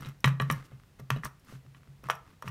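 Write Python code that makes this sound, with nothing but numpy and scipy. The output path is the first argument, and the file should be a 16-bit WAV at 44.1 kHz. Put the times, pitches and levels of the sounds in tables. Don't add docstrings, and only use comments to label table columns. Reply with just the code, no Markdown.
import sys
import numpy as np
from scipy import signal
from scipy.fft import rfft, irfft, next_fast_len
from scipy.io import wavfile
from scipy.ndimage import uniform_filter1d

SR = 44100
rng = np.random.default_rng(int(sys.argv[2]) if len(sys.argv) > 2 else 0)


def pcm_store(signal):
    levels = np.round(np.clip(np.atleast_2d(signal), -1, 1) * 32767)
    wavfile.write(sys.argv[1], SR, levels.astype(np.int16).T)


def voltage_ratio(level):
    return 10 ** (np.asarray(level, float) / 20)


N = 110250

# frequency in Hz, relative level in dB.
AIR_SPECTRUM = [(20, -37), (33, 0), (146, 2.5), (234, -7.5), (642, -17), (738, -17.5), (1960, -20),
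                (9140, -31), (16000, -33)]
AIR_DB = -61

# frequency in Hz, time to fall 60 dB in seconds.
ROOM_T60 = [(400, 0.38), (1400, 0.27), (3700, 0.21), (10000, 0.2)]
ROOM_DB, TICK_ROOM_DB = -11, -13.5
WALL_S, WALL_DB, WALL_HZ = 0.0095, -14, 2450

# start in seconds, level in dB, base t60 in seconds,
# lift of the knock and of the modes beside the main note in dB, main note under the hand's load in Hz.
THUMPS = [(.0, -52.5, 1, 1, 135.4), (0.063, -36.5, 0.27, -6.5, 137), (0.2496, -22, 0.4, 5, 135.3),
          (0.4065, -29.5, 0.4, 6, 137.2), (0.506, -24.5, 0.17, 4.5, 146), (0.555, -40.5, 0.41, -7, 134.7),
          (0.725, -43.5, 0.21, 2.5, 131.5), (1.003, -45, 0.32, 7.5, 133), (1.1098, -28, 0.3, 1, 132.4),
          (1.169, -34, 0.18, 5.5, 148), (1.244, -41.5, 0.2, -1, 133.6), (1.531, -45, 0.34, 5.5, 132),
          (1.657, -52.5, 0.56, 3.5, 134), (1.88, -52, 0.58, 0.5, 138), (2.041, -50, 0.71, 9, 134.2),
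          (2.45, -43.5, 0.5, 6, 141), (2.481, -36.5, 0.83, -4, 137)]
# ratio to the main note, level in dB, share of t60 and rise.
TABLE_MODES = [(1, 9, 0.89), (0.37, -21.5, 0.11), (1.22, -8.5, 0.9), (1.3, -8.5, 0.49)]
# frequency in Hz, relative level in dB.
KNOCK_MODES = [(262, -5.5), (420, -10.5), (530, -13), (640, -18)]
LEANS = [.17, 0.616, 1.195, 2.225]
THUMP_RISE_S, LEAN_T60_S = 0.01, 0.17
KNOCK_LEAD_S, KNOCK_T60_S = 0.006, 0.033
SHAKE_DB = -68.5

# middle in seconds, length between the 1/e points in seconds,
# level in dB, treble lift in dB.
STROKES = [(0.036, 0.15, -49, -4), (0.547, 0.16, -50.5, -4.5), (0.655, 0.027, -64.5, 13.5),
           (0.724, 0.077, -60.5, -27), (0.999, 0.017, -53, 1.5), (1.175, 0.033, -49, -22),
           (1.256, 0.033, -44, 7.5), (1.519, 0.11, -56, 5.5), (1.772, 0.03, -65.5, 4),
           (2.068, 0.052, -51.5, -6), (2.297, 0.085, -60, -5), (2.477, 0.046, -49, 2)]
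# start in seconds, peak in dB.
SHORT_RINGS = [(.024, -44), (0.799, -47), (.836, -49), (1.524, -50), (1.552, -52), (1.664, -51.5),
               (1.808, -56), (1.833, -49), (1.857, -57), (1.875, -50)]
# frequency in Hz, relative level in dB.
SKIN_SPECTRUM = [(250, 11), (700, -10), (2500, -8), (6000, -14.5), (16000, -24.5)]
# frequency in Hz, width in Hz, relative level in dB.
SQUEAK_PEAKS = [(1242, 336, 8.5), (2140, 107, 4.5), (2577, 180, -2.5)]
SQUEAK_DB = -2.5
GRAINS_PER_S, GRAIN_SCATTER_DB = 350, 4

# start in seconds, level in dB.
TICKS = [(0.0074, -35.5), (0.0623, -39), (0.087, -38), (0.2042, -40.5), (0.246, -24), (0.2577, -20.5),
         (0.2799, -28), (0.4114, -32), (0.4178, -29), (0.512, -18.5), (0.5224, -20), (0.9979, -40.5),
         (1.1024, -21.5), (1.1613, -42), (1.2474, -21), (1.3954, -46.5), (1.4473, -45), (2.037, -38.5),
         (2.086, -37.5), (2.1046, -21), (2.152, -35), (2.4227, -34), (2.482, -32)]
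# frequency in Hz, width in Hz, relative level in dB.
TICK_PEAKS = [(5605, 190, 9), (9020, 440, -1), (11620, 800, 3.5), (14700, 12000, -8.5)]
TICK_RISE_S, TICK_T60_S = 0.00085, 0.02

# start in seconds, level in dB,
# centre of the snap in Hz, ring t60 at that centre in seconds, lift of the high modes, octave and crack in dB.
POPS = [(0.048, -31, 2850, 0.015, 5.5), (0.0584, -25, 3200, 0.013, -4.5), (0.2426, -11.5, 1776, 0.02, 15),
        (0.2447, -6, 2090, 0.024, 0), (0.275, -16.5, 1500, 0.02, 5), (0.3991, -21.5, 1970, 0.021, 13),
        (0.4016, -16, 1890, 0.034, -8.5), (0.4211, -25, 1490, 0.039, 1), (0.5, -14, 1770, 0.0089, 10.5),
        (0.5009, -16, 1970, 0.051, -2), (1.001, -43, 1580, 0.04, -19), (1.1034, -14.5, 1544, 0.022, 9),
        (1.162, -42, 2260, 0.042, 13), (1.2347, -21, 1880, 0.012, -5.5), (1.254, -23.5, 1410, 0.031, 4.5),
        (1.747, -45, 1920, 0.039, 6.5), (2.04, -40, 1400, 0.032, 10.5), (2.0871, -25.5, 1100, 0.044, -22),
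        (2.0993, -8, 1310, 0.023, 7), (2.424, -27, 1177, 0.025, 1), (2.477, -28, 1560, 0.031, 7)]
# frequency in Hz, relative level in dB.
SHELL_MODES = [(500, 3), (630, -2), (950, -7), (1070, -2), (1180, 1), (1300, -7), (1390, -9), (1700, -3.5),
               (1880, -3), (2230, -18), (2520, -12.5), (3000, -7.5), (3900, -2)]
# frequency in Hz, relative level in dB.
CRACK_SPECTRUM = [(700, -35), (2500, 13.5), (5000, -7), (6000, -4.5), (10000, -12.5), (16000, -51.5)]
SNAP_DB, OCTAVE_DB = -14.5, -34.5
SNAP_CYCLES, SNAP_RISE_S = 24, 0.0008
RING_DB, SNAP_OCTAVES = -7.5, 0.75
MODE_SCATTER_DB, DETUNE = 1.2, 0.015
HIGH_MODES_HZ, DAMPING_GROWS = 2300, 0.81
CRACK_DB, CRACK_T60_S = -18, 0.01
RATTLE_DB, RATTLE_T60_S, RATTLE_LUMPS_DB = -32, 0.058, 9.5

TOP_HZ = 15800


def unit(x):
    return x / np.sqrt(np.mean(x ** 2) + 1e-20)


def along(points, hz):
    f, v = np.transpose(points)
    return np.interp(np.log(hz + 1), np.log(f + 1), v)


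def filtered(x, response):
    m = next_fast_len(x.shape[-1] + 8192)
    spectrum = rfft(x, m) * response(np.fft.rfftfreq(m, 1 / SR))
    return irfft(spectrum, m)[..., :x.shape[-1]]


def noise_like(points, length):
    return unit(filtered(rng.standard_normal(length), lambda f: voltage_ratio(along(points, f))))


def resonances(peaks):
    def response(f):
        total = 0
        for k, (centre, width, db) in enumerate(peaks):
            damping = 1j * f * width
            total = total + (-1) ** k * voltage_ratio(db) * damping / (centre ** 2 - f ** 2 + damping)
        return total
    return response


def add(track, s, sound):
    part = track[max(round(s * SR), 0):][:len(sound)]
    part += sound[:len(part)]


def roomy(sound, wet_db):
    hz, t, z = signal.stft(rng.standard_normal(SR // 2), SR, nperseg=256)
    fall = voltage_ratio(-60 * t / along(ROOM_T60, hz)[:, None])
    tail = signal.istft(z * fall, SR, nperseg=256)[1]
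    delayed_tail = np.pad(tail, (SR // 200, 0))
    wet = signal.fftconvolve(sound, delayed_tail / np.linalg.norm(tail))
    out = voltage_ratio(wet_db) * wet + np.pad(sound, (0, len(wet) - len(sound)))
    add(out, WALL_S, voltage_ratio(WALL_DB) * filtered(sound, lambda f: 1 / (1 + 1j * f / WALL_HZ)))
    return out


def air():
    return voltage_ratio(AIR_DB) * noise_like(AIR_SPECTRUM, N)


def panel_swell(t, t60, lift_db, note_hz):
    ring = np.zeros(len(t))
    for k, (ratio, db, share) in enumerate(TABLE_MODES):
        level = voltage_ratio(db + lift_db * (k > 0) - 60 * t / (t60 * share))
        rise = 1 - np.exp(-(t / (THUMP_RISE_S * share)) ** 2)
        ring += level * rise * np.sin(2 * np.pi * note_hz * ratio * t)
    return ring


def contact_knock(t):
    knock = np.zeros(len(t))
    for hz, db in KNOCK_MODES:
        level_db = db + MODE_SCATTER_DB * rng.standard_normal()
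        knock += voltage_ratio(level_db - 60 * t / KNOCK_T60_S) * np.sin(2 * np.pi * hz * t)
    return knock


def table_top():
    out, t = np.zeros(N), np.arange(SR // 2) / SR
    for s, level_db, t60, lift_db, note_hz in THUMPS:
        stop = min([lean for lean in LEANS if lean > s], default=N / SR) - s
        held = voltage_ratio(level_db - 60 * np.maximum(t - stop, 0) / LEAN_T60_S)
        add(out, s, held * panel_swell(t, t60, lift_db, note_hz))
        knock = voltage_ratio(level_db + lift_db) * contact_knock(t)
        add(out, s - KNOCK_LEAD_S, roomy(knock, ROOM_DB))
    shake_peaks = [(156.0, 4, 1), (55.4, 12, -0.5)]  # Hz, width Hz, dB
    shake = unit(filtered(rng.standard_normal(N), resonances(shake_peaks)))
    return out + voltage_ratio(SHAKE_DB) * shake


def rubbing():
    t = np.arange(N) / SR
    grains = (rng.random(N) < GRAINS_PER_S / SR) * rng.choice([-1, 1], N)
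    grains = grains * voltage_ratio(GRAIN_SCATTER_DB * rng.standard_normal(N))
    hiss = noise_like(SKIN_SPECTRUM, N)
    treble = filtered(hiss, lambda f: 1 / (1 + (3500 / (f + 1)) ** 4))
    skin = hiss + voltage_ratio(SQUEAK_DB) * unit(filtered(grains, resonances(SQUEAK_PEAKS)))

    starts = [round(s * SR) for s, db in SHORT_RINGS]
    impulses = np.bincount(starts, voltage_ratio([db for s, db in SHORT_RINGS]), N)
    ring = filtered(np.arange(SR // 20) == 0, resonances(SQUEAK_PEAKS))
    out = signal.fftconvolve(impulses, ring / abs(ring).max())[:N]
    for s, span, db, lift_db in STROKES:
        swell = voltage_ratio(db) * np.exp(-(2 * (t - s) / span) ** 2)
        out += swell * (skin + (voltage_ratio(lift_db) - 1) * treble)
    return out


def ticks():
    out, t = np.zeros(N), np.arange(SR // 16) / SR
    for s, level_db in TICKS:
        grit = unit(filtered(rng.standard_normal(len(t)), resonances(TICK_PEAKS)))
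        puff = voltage_ratio(level_db - 10 - 60 * t / TICK_T60_S) * (1 - np.exp(-t / TICK_RISE_S))
        add(out, s, roomy(puff * grit, TICK_ROOM_DB))
    return out


def shell_ring(t, centre_hz, t60, lift_db):
    hz, db = np.transpose(SHELL_MODES)[:, :, None]
    scatter, phase, bend = rng.standard_normal((3, len(SHELL_MODES), 1))
    level = db - 6 * (np.log2(hz / centre_hz) / SNAP_OCTAVES) ** 2
    level = level + lift_db * (hz > HIGH_MODES_HZ) + MODE_SCATTER_DB * scatter
    fall = 60 * t / t60 * (hz / centre_hz) ** DAMPING_GROWS
    turn = 2 * np.pi * hz * (1 + DETUNE * bend) * (t - SNAP_RISE_S) + 0.61 * phase
    return np.sum(voltage_ratio(level - fall) * np.sin(turn), axis=0)


def dome_snap(t, centre_hz, lift_db):
    swing = 2 * np.pi * centre_hz * (t - SNAP_RISE_S)
    fall = voltage_ratio(SNAP_DB - 60 * t * centre_hz / SNAP_CYCLES)
    return fall * (np.sin(swing) + voltage_ratio(OCTAVE_DB + lift_db) * np.sin(2 * swing))


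def crack_and_rattle(t, lift_db):
    crack = noise_like(CRACK_SPECTRUM, len(t))
    lumps = unit(uniform_filter1d(rng.standard_normal(len(t)), size=SR // 500))
    burst = voltage_ratio(CRACK_DB + lift_db - 60 * t / CRACK_T60_S)
    chatter = voltage_ratio(RATTLE_DB + RATTLE_LUMPS_DB * lumps - 60 * t / RATTLE_T60_S)
    return (burst + chatter) * crack


def pops():
    out, t = np.zeros(N), np.arange(SR // 8) / SR
    rise = 1 - np.exp(-(t / SNAP_RISE_S) ** 2)
    for s, level_db, centre_hz, t60, lift_db in POPS:
        pop = dome_snap(t, centre_hz, lift_db)
        pop = pop + voltage_ratio(RING_DB) * shell_ring(t, centre_hz, t60, lift_db)
        pop = pop + crack_and_rattle(t, lift_db)
        add(out, s, roomy(voltage_ratio(level_db) * pop * rise, ROOM_DB))
    return out


def scene():
    return (air() + table_top() + rubbing() + ticks() + pops())[None]


def roll_off(x):
    return signal.sosfilt(signal.butter(12, 16550, fs=SR, output="sos"), x)


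def record(dry):
    mix = filtered(dry, lambda f: 1 / (1 + (f / TOP_HZ) ** 80))
    return roll_off(mix)


dry = scene()
out = record(dry)
pcm_store(out)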